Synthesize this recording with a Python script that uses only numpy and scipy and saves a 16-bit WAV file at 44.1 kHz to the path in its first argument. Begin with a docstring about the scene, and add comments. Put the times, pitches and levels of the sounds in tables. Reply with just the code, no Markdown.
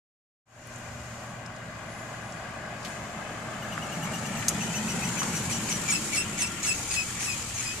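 """Tyre roar and engine hum approach down a quiet street, heard from a stereo microphone on the pavement.
A few thin whistles come from up the street, and grit snaps under the tread as the car rolls in from
about 30 m and brakes to a crawl just over a metre away. Each high spot of the brake disc scrapes the pad,
chirps and breaks into a squeal: slower, longer and lower as the car slows.
The house fronts give a faint answer to the sharp sounds."""
import sys
import numpy as np
from scipy import signal
from scipy.fft import rfft, irfft, next_fast_len
from scipy.io import wavfile
from scipy.ndimage import uniform_filter1d, map_coordinates

SR = 44100
rng = np.random.default_rng(int(sys.argv[2]) if len(sys.argv) > 2 else 0)


def wrap_up_sound(samples):
    """Save the sound to the file named by the first command line argument, as 16-bit audio."""
    columns = np.atleast_2d(samples).T
    # keep every value between -1 and 1, then stretch to whole-number steps
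    tamed = np.clip(columns, -1, 1)
    steps = np.round(tamed * 32767).astype(np.int16)
    wavfile.write(sys.argv[1], SR, steps)


N = 343980

# balance of noise between the microphones: f/Hz, left minus right/dB
BALANCE = [(300, 0.5), (750, 0.1679), (1400, 5), (2500, 6.5), (3300, 3), (4500, -1), (5600, 1.5), (6500, 4),
           (7600, 0.5), (9000, -1), (13000, -4)]
# the pad's grip, light to hard to easing: from t/s, harmonics 1 to 4/dB, roughness/ratio, scrape/dB
GRIP = [(3.5, -5, -2.5, -13, -7.5, .55, -5), (4.45, -7, -1.5, -24, -18, .65, -3.5),
        (5.3, -8, 1, -12, -16, .85, -2), (5.65, -12, 2, -12, -16, 1, 0), (5.85, -1.8, -3, .5, -14, 1.2, .5),
        (6.1, -1.4, -4, -1.7, -12, .9, -.5), (6.6, 0, -4.5, -2.3, -15, .85, -.5),
        (6.85, 4, -2, -3.5, -12.5, .9, -2), (7.2, 1.5, -4, -1, -10, 1, -2.5)]


def amp(db):
    """Decibels to gain."""
    return 10 ** (np.asarray(db) / 20)


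def unit(x):
    """Scale to rms 1."""
    return x / np.sqrt(np.mean(x ** 2) + 1e-20)


def along(points, hz):
    """Read (f/Hz, value) points on a log frequency axis."""
    f, values = np.transpose(points)
    return np.interp(np.log(hz + 1), np.log(f + 1), values)


def curves(rows):
    """One value per sample for each column after the time."""
    times, *columns = np.transpose(rows)
    return [np.interp(np.arange(N) / SR, times, column) for column in columns]


def wobble(rate, size=N):
    """A smooth random curve, rate knots a second."""
    knots = rng.standard_normal(int(size * rate / SR) + 4)
    fine = np.arange(8 * len(knots)) / 8
    return np.interp(np.arange(size) * rate / SR, fine, map_coordinates(knots, [fine]))


def filtered(x, response):
    """Shape x by a gain that depends on frequency."""
    n = x.shape[-1]
    m = next_fast_len(n + 8192)
    return irfft(rfft(x, m) * response(np.fft.rfftfreq(m, 1 / SR)), m)[..., :n]


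def band(x, hz, octaves):
    """Keep a bell-shaped band around hz."""
    return filtered(x, lambda f: np.exp(-.5 * (np.log2((f + 1) / hz) / octaves) ** 2))


def sides(pan_db):
    """Left and right gains of constant power; positive is left."""
    gains = amp(np.array([pan_db, -pan_db]) / 2).reshape(2, -1)
    return gains / np.sqrt(np.mean(gains ** 2, axis=0))


def add(out, s, x):
    """Mix x into out from time s on."""
    i = int(round(s * SR))
    out[:, i:i + x.shape[-1]] += x[..., :max(N - i, 0)]


def swell(u, steep):
    """A rounded envelope: full at u = 0, fading beyond u = +-1/2."""
    return np.exp(-.5 * np.abs(2 * u) ** steep)


def rush(colour, patchy_db):
    """Coloured noise of rms 1 with patches of random gain, as the two microphones hear it."""
    # likeness of left and right: f/Hz, correlation
    likeness = [(25, .5), (45, .7), (75, .94), (160, .975), (350, .88), (700, .82), (1400, .55), (2800, .2),
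                (5000, 0), (14000, 0)]
    spectra = signal.stft(rng.standard_normal((2, N)), SR, nperseg=512)[2]
    patches = uniform_filter1d(rng.standard_normal(spectra.shape[1:]), size=6, axis=0)
    patches = uniform_filter1d(patches, size=10, axis=1)
    pair = signal.istft(spectra * amp(patchy_db * unit(patches)), nperseg=512)[1][:, :N]
    m = next_fast_len(N)
    hz = np.fft.rfftfreq(m, 1 / SR)
    width = np.arccos(np.clip(along(likeness, hz), -1, 1)) / 2
    mid, side = rfft(pair, m) * amp(along(colour, hz)) * [np.cos(width), np.sin(width)]
    left_right = np.array([mid + side, mid - side]) * sides(along(BALANCE, hz))
    return unit(irfft(left_right, m)[:, :N])


def tone(phase, pan_db, flutter_db, apart_rad=np.pi / 2):
    """A partial of rms 1; changing reflections off road and bodywork make it flutter in each microphone."""
    n = len(phase)
    flutter = wobble(350, n) + .6 * np.array([wobble(110, n), wobble(110, n)])
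    lag = np.array([[0], [apart_rad]]) + .35 * np.array([wobble(90, n), wobble(90, n)])
    return sides(pan_db) * unit(amp(flutter_db * flutter) * np.sin(phase + lag))


def cycles(hz, jitter):
    """Phase of a vibration whose pitch jitters by a share of itself."""
    return 2 * np.pi * np.cumsum(hz * (1 + jitter * wobble(555.4, len(hz)))) / SR


def carried(db, near_db, fast_db, size_m):
    """Level of a car part: db at 1 m and 5 m/s, plus near_db per halved reach, fast_db per doubled speed."""
    # the car's approach to the microphone: t/s, distance/m, speed/(m/s)
    approach = [(0, 33.064, 7.57), (2, 17.23, 6.0244), (3, 14.796, 6.108), (4, 6.377, 4.5348),
                (4.6, 3.5166, 3.559), (5.2, 2.3325, 3.471), (6, 1.3571, 2.3934), (7, 1.2287, 1.402),
                (7.8, 1.7333, 0.98)]
    distance, speed = curves(approach)
    reach = np.hypot(distance, size_m) / np.hypot(1, size_m)  # levels off within the part's own size
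    return db - near_db * np.log2(reach) + fast_db * np.log2(speed / 5)


def bounced(x):
    """Add the reflection between road and underbody; its ripple climbs in pitch as the car draws near."""
    # the reflection: t/s, delay/s, strength/ratio
    reflection = [(.5, .00228, .3), (2.4, .00222, .36), (3.5, .00212, .28), (4.2, .00196, .27),
                  (4.75, .0018, .36), (5.3, .00158, .2), (6.2, .00135, .08)]
    delay, strength = curves(reflection)
    n = np.arange(N)
    delayed = np.array([np.interp(n - SR * delay, n, side) for side in x])
    return unit(x - strength * delayed)


def bites():
    """One row for each high spot of the disc passing the pad, ending in the gap/s to its neighbours."""
    # t/s, squeal level/dB, its lowest f/Hz, delay of that low point/s, chirp f/Hz, chirp level/dB
    high_spots = [(3.642, -53.5, 2950, .004, 2920, -46.5), (3.741, -53.5, 2932, .004, 2876, -40),
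                  (3.842, -50, 2916, .004, 2900, -40.5), (3.944, -50, 2950, .004, 2890, -40),
                  (4.05, -46, 2960, .004, 2900, -42), (4.16, -46, 2930, .004, 2800, -39),
                  (4.275, -48, 2950, .004, 2780, -43), (4.39, -45.5, 3004, .004, 2720, -46),
                  (4.511, -46, 2966, 0.00216, 2700, -46), (4.636, -38.5, 2955, .01, 2640, -37),
                  (4.772, -35.5, 2970, 0.0084, 2600, -35.5), (4.909, -38.5, 2926, 0.00615, 2560, -38),
                  (5.055, -39.5, 2962, .006, 2550, -35.5), (5.204, -34, 3011, 0, 2450, -38.5),
                  (5.37, -40.5, 2931, 0.00603, 2400, -40.5), (5.54, -36.5, 2880, 0, 2350, -38.5),
                  (5.733, -35.5, 2897, .004, 2320, -40), (5.945, -31.5, 2623, 0.02108, 2319, -29.5),
                  (6.192, -29.5, 2658, 0.00277, 2287, -31), (6.443, -32, 2661, 0.00779, 2270, -38.5),
                  (6.702, -29, 2612, 0.015095, 2260, -39.5), (6.988, -36.5, 2549, 0.01372, 2470, -38.5),
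                  (7.297, -36.5, 2482, 0.03932, 2410, -51.5), (7.69, -40.5, 2492, 0, 2350, -42)]
    gaps = np.gradient(np.array(high_spots)[:, 0])
    return np.column_stack([high_spots, gaps])


def stretched(value, gap, power):
    """A slower disc stretches each bite: value holds at a gap of 0.1 s and grows as a power of the gap."""
    return value * (gap / .1) ** power


def stage(rows, s):
    """The row in force at time s, without its start time."""
    return [row[1:] for row in rows if row[0] <= s][-1]


def tyres():
    """Tread roars on the asphalt, the air in the tyres drums near 200 Hz, the nearest wheel rushes."""
    # spectra of tread, hollow wheel rush and tyre air: f/Hz, relative level/dB
    roar_colour = [(150, -24), (270, -6), (430, -4), (520, -2.5), (610, 2), (700, -2), (800, -0.5),
                   (930, -2.5), (1100, -2.5), (1650, -2), (2100, -7), (2800, -12.5), (3600, -20.5),
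                   (5200, -19.5), (9000, -108.5)]
    wheel_colour = [(180, -48.5), (270, -1.5), (320, 1.5), (380, -4.5), (470, -13), (900, -37.5)]
    drum_colour = [(70, -63.5), (110, -7.5), (150, -3), (175, 3), (192, -4.5), (212, 3), (250, -9.5),
                   (330, -22.5), (500, -20.5), (1000, -55.5)]
    roar_db = carried(-32.5, near_db=9.5, fast_db=11, size_m=8) + .2222 * wobble(12)
    roar = amp(roar_db) * bounced(rush(roar_colour, patchy_db=1))
    wheel = amp(carried(-26.5, near_db=13.5, fast_db=12, size_m=0)) * rush(wheel_colour, patchy_db=.5)
    drum = amp(carried(-25, near_db=19, fast_db=14, size_m=6)) * rush(drum_colour, patchy_db=.7568)
    return roar + wheel + drum


def engine():
    """Low rumble, a steady boom and hum; close to the microphone the belts and fan rush and hiss."""
    # the hum as the load changes, and the engine bay leaving the bonnet's shadow: t/s, level/dB
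    hum_levels = [(.7, -48.5), (1.8, -48), (2.9, -54), (3.7, -50), (6.2, -52.5), (7.8, -48.5)]
    bay_levels = [(.5, -55.5), (3.5, -48), (4.6, -39.5), (5.6, -38.5), (7.8, -40)]
    # spectra of the engine's noises: f/Hz, relative level/dB
    rumble_colour = [(15, -10), (30, -22.5), (50, -6.5), (80, -1.5), (105, -0.5), (150, -6.5), (300, -61.5)]
    boom_colour = [(90, -12), (135, 0.5), (170, 1), (230, -1.5), (300, -17.5), (450, -52)]
    bay_colour = [(100, -7.5), (220, -0.5), (310, 3), (400, -1.5), (550, -1), (680, 1), (790, 2.5),
                  (1000, 0), (1250, 2.5), (1400, 0.5), (1600, 1), (2000, 3.5), (2500, 3.5), (3100, 2.5),
                  (3700, -6), (5500, -33.5), (11000, -41.5)]
    hiss_colour = [(2500, -27), (4000, -9.5), (5500, -8.5), (6300, -4), (7100, -0.5), (7900, -4),
                   (8900, -10), (11000, -15), (12500, -19), (13500, -22.5), (14300, -31.5)]
    hum_db, = curves(hum_levels)
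    bay_db, = curves(bay_levels)
    firing_hz, octave_db = 117.61, -9
    firing = 2 * np.pi * np.cumsum(firing_hz * (1 + .014941 * wobble(9))) / SR
    orders = np.sqrt(2) * (np.sin(firing) + amp(octave_db) * np.sin(2 * firing))
    hum = amp(hum_db + 1.143 * wobble(5)) * orders
    rumble = amp(carried(-44, near_db=2, fast_db=.5361, size_m=.5)) * rush(rumble_colour, patchy_db=0)
    boom = amp(carried(-44, near_db=1.9818, fast_db=1.914, size_m=1)) * rush(boom_colour, patchy_db=-.5)
    bay = amp(bay_db + .1727 * wobble(25)) * bounced(rush(bay_colour, patchy_db=1.8378))
    # the hiss dips briefly after the loudest squeals
    dip_db = 4.3 * swell((np.arange(N) / SR - 6.42) / .488, steep=11.04)
    hiss_db = carried(-32, near_db=10, fast_db=2.0495, size_m=3) - dip_db + 1.1 * wobble(150)
    hiss = amp(hiss_db) * rush(hiss_colour, patchy_db=1.2)
    return hum + rumble + boom + bay + hiss


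def far_hiss():
    """A faint hiss hangs over the street, coming and going while the car is far off."""
    # its rise and fall: t/s, level/dB
    levels = [(.7, -50), (1.25, -49), (1.5, -59), (2.1, -51), (2.7, -58.5), (2.92, -48), (3.15, -51.5),
              (3.5, -55.5)]
    # its spectrum: f/Hz, relative level/dB
    colour = [(2500, -4.5), (4000, -7.5), (5500, -4), (6300, 1), (7000, 4), (7900, -3.5), (9000, -9),
              (10500, -12), (11800, -15), (13000, -15.5), (14300, -21.5)]
    level_db, = curves(levels)
    return amp(level_db) * rush(colour, patchy_db=.8)


def grit():
    """Grains crushed under the tread: short puffs, each in its own band; longer ones build more softly."""
    # ticks and crunches: t/s, level/dB, centre f/Hz, width/octaves, t60/s
    grains = [(.672, -38.5, 8960, 0.709, 0.00707), (0.76, -34, 7115, 0.195, 0.01076),
              (.784, -45.5, 10000, 0.692, 0.00988), (1.461, -37, 5986, 0.3862, 0.0196),
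              (1.563, -42.5, 5792, 0.404, 0.02325), (2.323, -37.5, 6485, 0.2695, 0.01956),
              (2.828, -38.5, 5210, 0.5026, 0.04254), (2.845, -31, 3199, 1.0023, 0.1161),
              (2.86, -38.5, 7250, 0.418, 0.303), (3.778, -21.5, 1500, 0.3832, 0.01127),
              (4.422, -29.5, 1891, 0.616, 0.0772), (5.217, -23, 1086, 0.5833, 0.03748),
              (5.2305, -24.5, 1302, 1.132, 0.01652), (5.231, -25.5, 6490, 0.4605, 0.01981),
              (6.631, -24.5, 6584, 0.2526, 0.024)]
    out, t = np.zeros((2, N)), np.arange(SR // 3) / SR
    for s, db, hz, octaves, t60 in grains:
        mid, side = rng.standard_normal((2, len(t)))
        puff = band(np.array([mid + 1.028 * side, mid - .5348 * side]), hz, octaves)
        rise = 1 - np.exp(-t / (.5 * t60 ** 2 + 1e-4))
        add(out, s, amp(db) * unit(puff) * rise * amp(-60 * t / t60))
    return out


def thuds():
    """Soft, low thuds swell and fade, alike in both microphones."""
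    # the thuds: middle t/s, length/s, centre f/Hz, level/dB
    bumps = [(1.026, .17, 79.07, -47), (5.46, 0.086, 118.5, -34.5)]
    out = np.zeros((2, N))
    for s, length, hz, db in bumps:
        u = np.linspace(-2, 2, int(4 * length * SR))
        boom = band(rng.standard_normal(len(u)), hz, octaves=.2973)
        add(out, s - 2 * length, amp(db) * swell(u, steep=1.602) * unit(boom))
    return out


def whistles():
    """Thin, arched whistles from up the street, most like a small bird."""
    # the calls: middle t/s, length/s, f/Hz, level/dB, glide/octaves
    calls = [(1.96, 0.12945, 10800, -58.5, 0.024), (2.017, 0.05997, 7143, -53.5, -0.055),
             (2.31, .15, 10120, -64, -.04)]
    out = np.zeros((2, N))
    for s, length, hz, db, glide in calls:
        u = np.linspace(-1, 1, int(2 * length * SR))
        arch = glide * u - .05 * u ** 2 + .012 * wobble(35, len(u))
        whistle = tone(cycles(hz * 2 ** arch, jitter=.00261), pan_db=-2, flutter_db=0)
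        add(out, s - length, amp(db) * swell(u, steep=2.917) * whistle)
    return out


def disc():
    """The dragging pad keeps the brake disc ringing quietly in narrow, fuzzy bands."""
    # disc modes: f/Hz, level/dB, middle t/s, length/s
    modes = [(1376.7, -52.5, 6.0, 2.6), (1388, -46.5, 6.49, 0.11094), (2294.1, -53, 7, 0.84)]
    out = np.zeros((2, N))
    for hz, db, s, length in modes:
        u = np.linspace(-1, 1, int(2 * length * SR))
        drive = wobble(70, len(u)) + 1j * wobble(70, len(u))
        ring = unit(np.real(drive * np.exp(2j * np.pi * hz * np.arange(len(u)) / SR)))
        add(out, s - length, amp(db) * sides(6.72) * swell(u, steep=1.636) * ring)
    return out


def scrape():
    """Unlocked stick-slip builds into each squeal: a gritty rasp, and disc modes that catch and sag."""
    # spectrum of the pad rubbing the disc: f/Hz, relative level/dB
    colour = [(1000, -11), (2300, 3.5), (3500, -0.5), (4500, 0), (5800, -1), (6700, 3.5), (8200, -0.5),
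              (9500, 0.5), (12000, -12.5), (14300, -36)]
    contact = np.zeros((1, N))
    for s, *_, gap in bites():
        length, lead = stretched(.029044, gap, power=.6455), stretched(.007448, gap, power=1.7483)
        scrape_db = stage(GRIP, s)[-1]
        u = np.linspace(-1, 1, int(2 * length * SR))
        add(contact, s - lead - length, amp(scrape_db + 2 * u) * swell(u, steep=4.6))
        add(contact, s - .6501 * length, amp(scrape_db - 9) * swell(u, steep=3.894))  # under the squeal
    rasp = unit(rush(colour, patchy_db=1.5) * amp(3.306 * wobble(400)))
    catch_hz, spread_octaves, sag = 6356.8, .22, .023432
    catches, window = np.zeros((2, N)), np.hanning(SR // 40)
    u = np.linspace(-1, 1, len(window))
    for when, size in rng.uniform(0, 1, (1500, 2)):
        hz = catch_hz * 2 ** (spread_octaves * rng.standard_normal())
        phase = 2 * np.pi * np.cumsum(hz * (1 - sag * u)) / SR + rng.uniform(0, 2 * np.pi, (2, 1))
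        gains = amp(along(colour, hz) + 4.22 * size) * sides(along(BALANCE, hz))
        add(catches, when * N / SR, gains * window * np.sin(phase))
    friction = unit(rasp + .75 * unit(catches))
    return amp(carried(-29.5, near_db=12, fast_db=-.6779, size_m=1.2441)) * contact * friction


def chirps():
    """The pad rings hoarsely as it bites, falling in pitch; pressed hard, its third harmonic grows."""
    # the pad's mode: from t/s, third harmonic/dB, pitch jitter/ratio
    pad = [(3.5, -20, .012), (4.45, -21, .04), (5.0, -12, .06), (5.85, -5, .018), (6.3, -4, .03),
           (6.85, -8, .04)]
    out = np.zeros((2, N))
    for s, *_, hz, db, gap in bites():
        third_db, hoarse = stage(pad, s)
        length, lead = stretched(.014, gap, power=.7), stretched(.0135, gap, power=1.45)
        fall = stretched(.012125, gap, power=.8381)
        u = np.linspace(-1.5, 1.5, int(3 * length * SR))
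        phase = cycles(hz * (1 - fall * u), jitter=hoarse)
        ring = tone(phase, pan_db=7, flutter_db=2, apart_rad=.6)
        ring += amp(third_db) * tone(3 * phase, pan_db=1, flutter_db=5)
        add(out, s - lead - len(u) / SR / 2, amp(db) * swell(u, steep=3.845) * ring)
    return out


def squeal():
    """The disc locks into one mode: its pitch starts sharp and rough, dips as pressure crests, and lifts."""
    # harmonics 1 to 5 at the microphones: left minus right/dB, and phase between the two/rad
    pans = [14.5, 3.5, -4.5, -2.5, -3.5]
    lags = [1.643, 1.5927, 1.5617, 1.602, 1.627]
    out = np.zeros((2, N))
    for s, db, hz, low_s, _, _, gap in bites():
        *levels, rough, _ = stage(GRIP, s)
        length, bend = stretched(.033, gap, power=.68), stretched(.05, gap, power=.65)
        u = np.linspace(-1, 1, int(2 * length * SR))
        unrest = rough * np.interp(u, [-.6, -.1, .5], [.026, .009, .008])
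        waver = .003 * rough * wobble(70, len(u))
        phase = cycles(hz * (1 + bend * (u - low_s / length) ** 2 + waver), jitter=unrest)
        for k, level in enumerate(levels + [levels[2] - 19.5]):  # a weak fifth harmonic follows the third
            shifted = u - .1 + .14 * k ** .6  # overtones peak first, the fundamental lingers
            crest_db = 2 - 10 * np.abs(shifted + .07)
            fray = .21 * k * rough * wobble(1400, len(u))  # uneven slips fray the overtones into rasp
            partial = tone((k + 1) * phase + fray, pans[k], (2.2 + .6 * k) * rough, apart_rad=lags[k])
            add(out, s - length, amp(db + level + crest_db) * swell(shifted / 1.1, steep=7) * partial)
    return out


def stone():
    """A stone cracks under the tread, about 4 m off; each fracture rings it for a few milliseconds."""
    # fractures: t/s, relative peak level/dB, tuning of the modes/ratio
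    fractures = [(4.4824, -17, 1.25), (4.4831, -11, .98), (4.4839, -7.5, 1.0), (4.4853, -12.5, .98),
                 (4.4869, -18, 1.08), (4.4880, -19, 1.1), (4.4894, -16, 1.2), (4.4911, -11, 1.1),
                 (4.4917, -15, 1.25), (4.4962, -22, 1.1)]
    # the stone's modes: f/Hz, relative level/dB, t60/s
    modes = [(4780, -19, 0.00524), (5772, -17.5, 0.00411), (6316.5, 2.5, 0.0031), (8208.5, -1.5, 0.00247),
             (9388, -8, 0.002022)]
    out, t = np.zeros((2, N)), np.arange(SR // 20) / SR
    for s, db, tuning in fractures:
        ring = np.zeros((2, len(t)))
        for hz, level, t60 in modes:
            phase = 2 * np.pi * hz * tuning * t + rng.normal(0, .6, (2, 1))
            ring += amp(level - 60 * t / t60) * np.sin(phase)
        crack = .17 * amp(-60 * t / .0064) * np.diff(rng.standard_normal((2, len(t) + 1)))
        snap = (ring + crack) * (1 - np.exp(-t / .000096))
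        add(out, s, amp(db + 2) * sides(1.573) * snap / np.abs(snap).max())
    return out


def squeaks():
    """Right beside the microphone, a high disc mode catches for a moment, sags and lets go."""
    # catches around the loudest bites: middle t/s, length/s, f/Hz, level/dB
    catches = [(5.897, 0.02848, 6850, -31.5), (5.926, 0.017, 5500, -39.5), (6.15, 0.01391, 4350, -40),
               (6.153, .016, 6600, -35), (6.398, 0.0169, 6550, -33), (6.413, 0.02071, 6100, -32),
               (6.472, 0.01154, 5900, -40.5), (6.635, 0.01229, 6800, -34), (6.654, .022, 6420, -31.5),
               (6.903, 0.02, 6300, -36.5), (6.92, 0.023, 4950, -37.5), (7.21, .026, 6150, -45.5),
               (7.555, .018, 6480, -37.5), (7.577, 0.0284, 6150, -39.5), (7.603, 0.024, 6720, -39.5)]
    sag_per_s = 1.566
    out = np.zeros((2, N))
    for s, length, hz, db in catches:
        u = np.linspace(-1, 1, int(2 * length * SR))
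        phase = cycles(hz * (1 - sag_per_s * length * u), jitter=.009)
        add(out, s - length, amp(db) * swell(u, steep=3) * tone(phase, pan_db=3, flutter_db=2.5))
    return out


def street(x):
    """House fronts scatter a short, thin tail back to the pavement."""
    # the street's decay: f/Hz, t60/s
    decay = [(200, 0.4706), (2500, 0.0761), (10000, 0.085)]
    hz, t, spectra = signal.stft(rng.standard_normal((2, SR // 2)), SR, nperseg=256)
    tail = signal.istft(spectra * amp(-60 * t / along(decay, hz)[:, None]), SR, nperseg=256)[1]
    return signal.fftconvolve(x, tail / np.linalg.norm(tail[0]), axes=1)[:, :N]


def scene():
    """Brake, whistles and grit with their echo, over tyres, engine and the street's background."""
    sharp = squeal() + chirps() + squeaks() + whistles() + scrape() + disc() + stone() + grit()
    return sharp + amp(-6.5) * street(sharp) + tyres() + engine() + thuds() + far_hiss()


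def record(dry):
    """The microphone channels start mute, fade in, and pass nothing above their band limit."""
    top_hz = 14450
    fade = np.interp(np.arange(N) / SR, [.455, .56, .74], [0, .33, 1])
    return filtered(dry, lambda hz: 1 / (1 + (hz / top_hz) ** 120)) * fade


dry = scene()
out = record(dry)
wrap_up_sound(out)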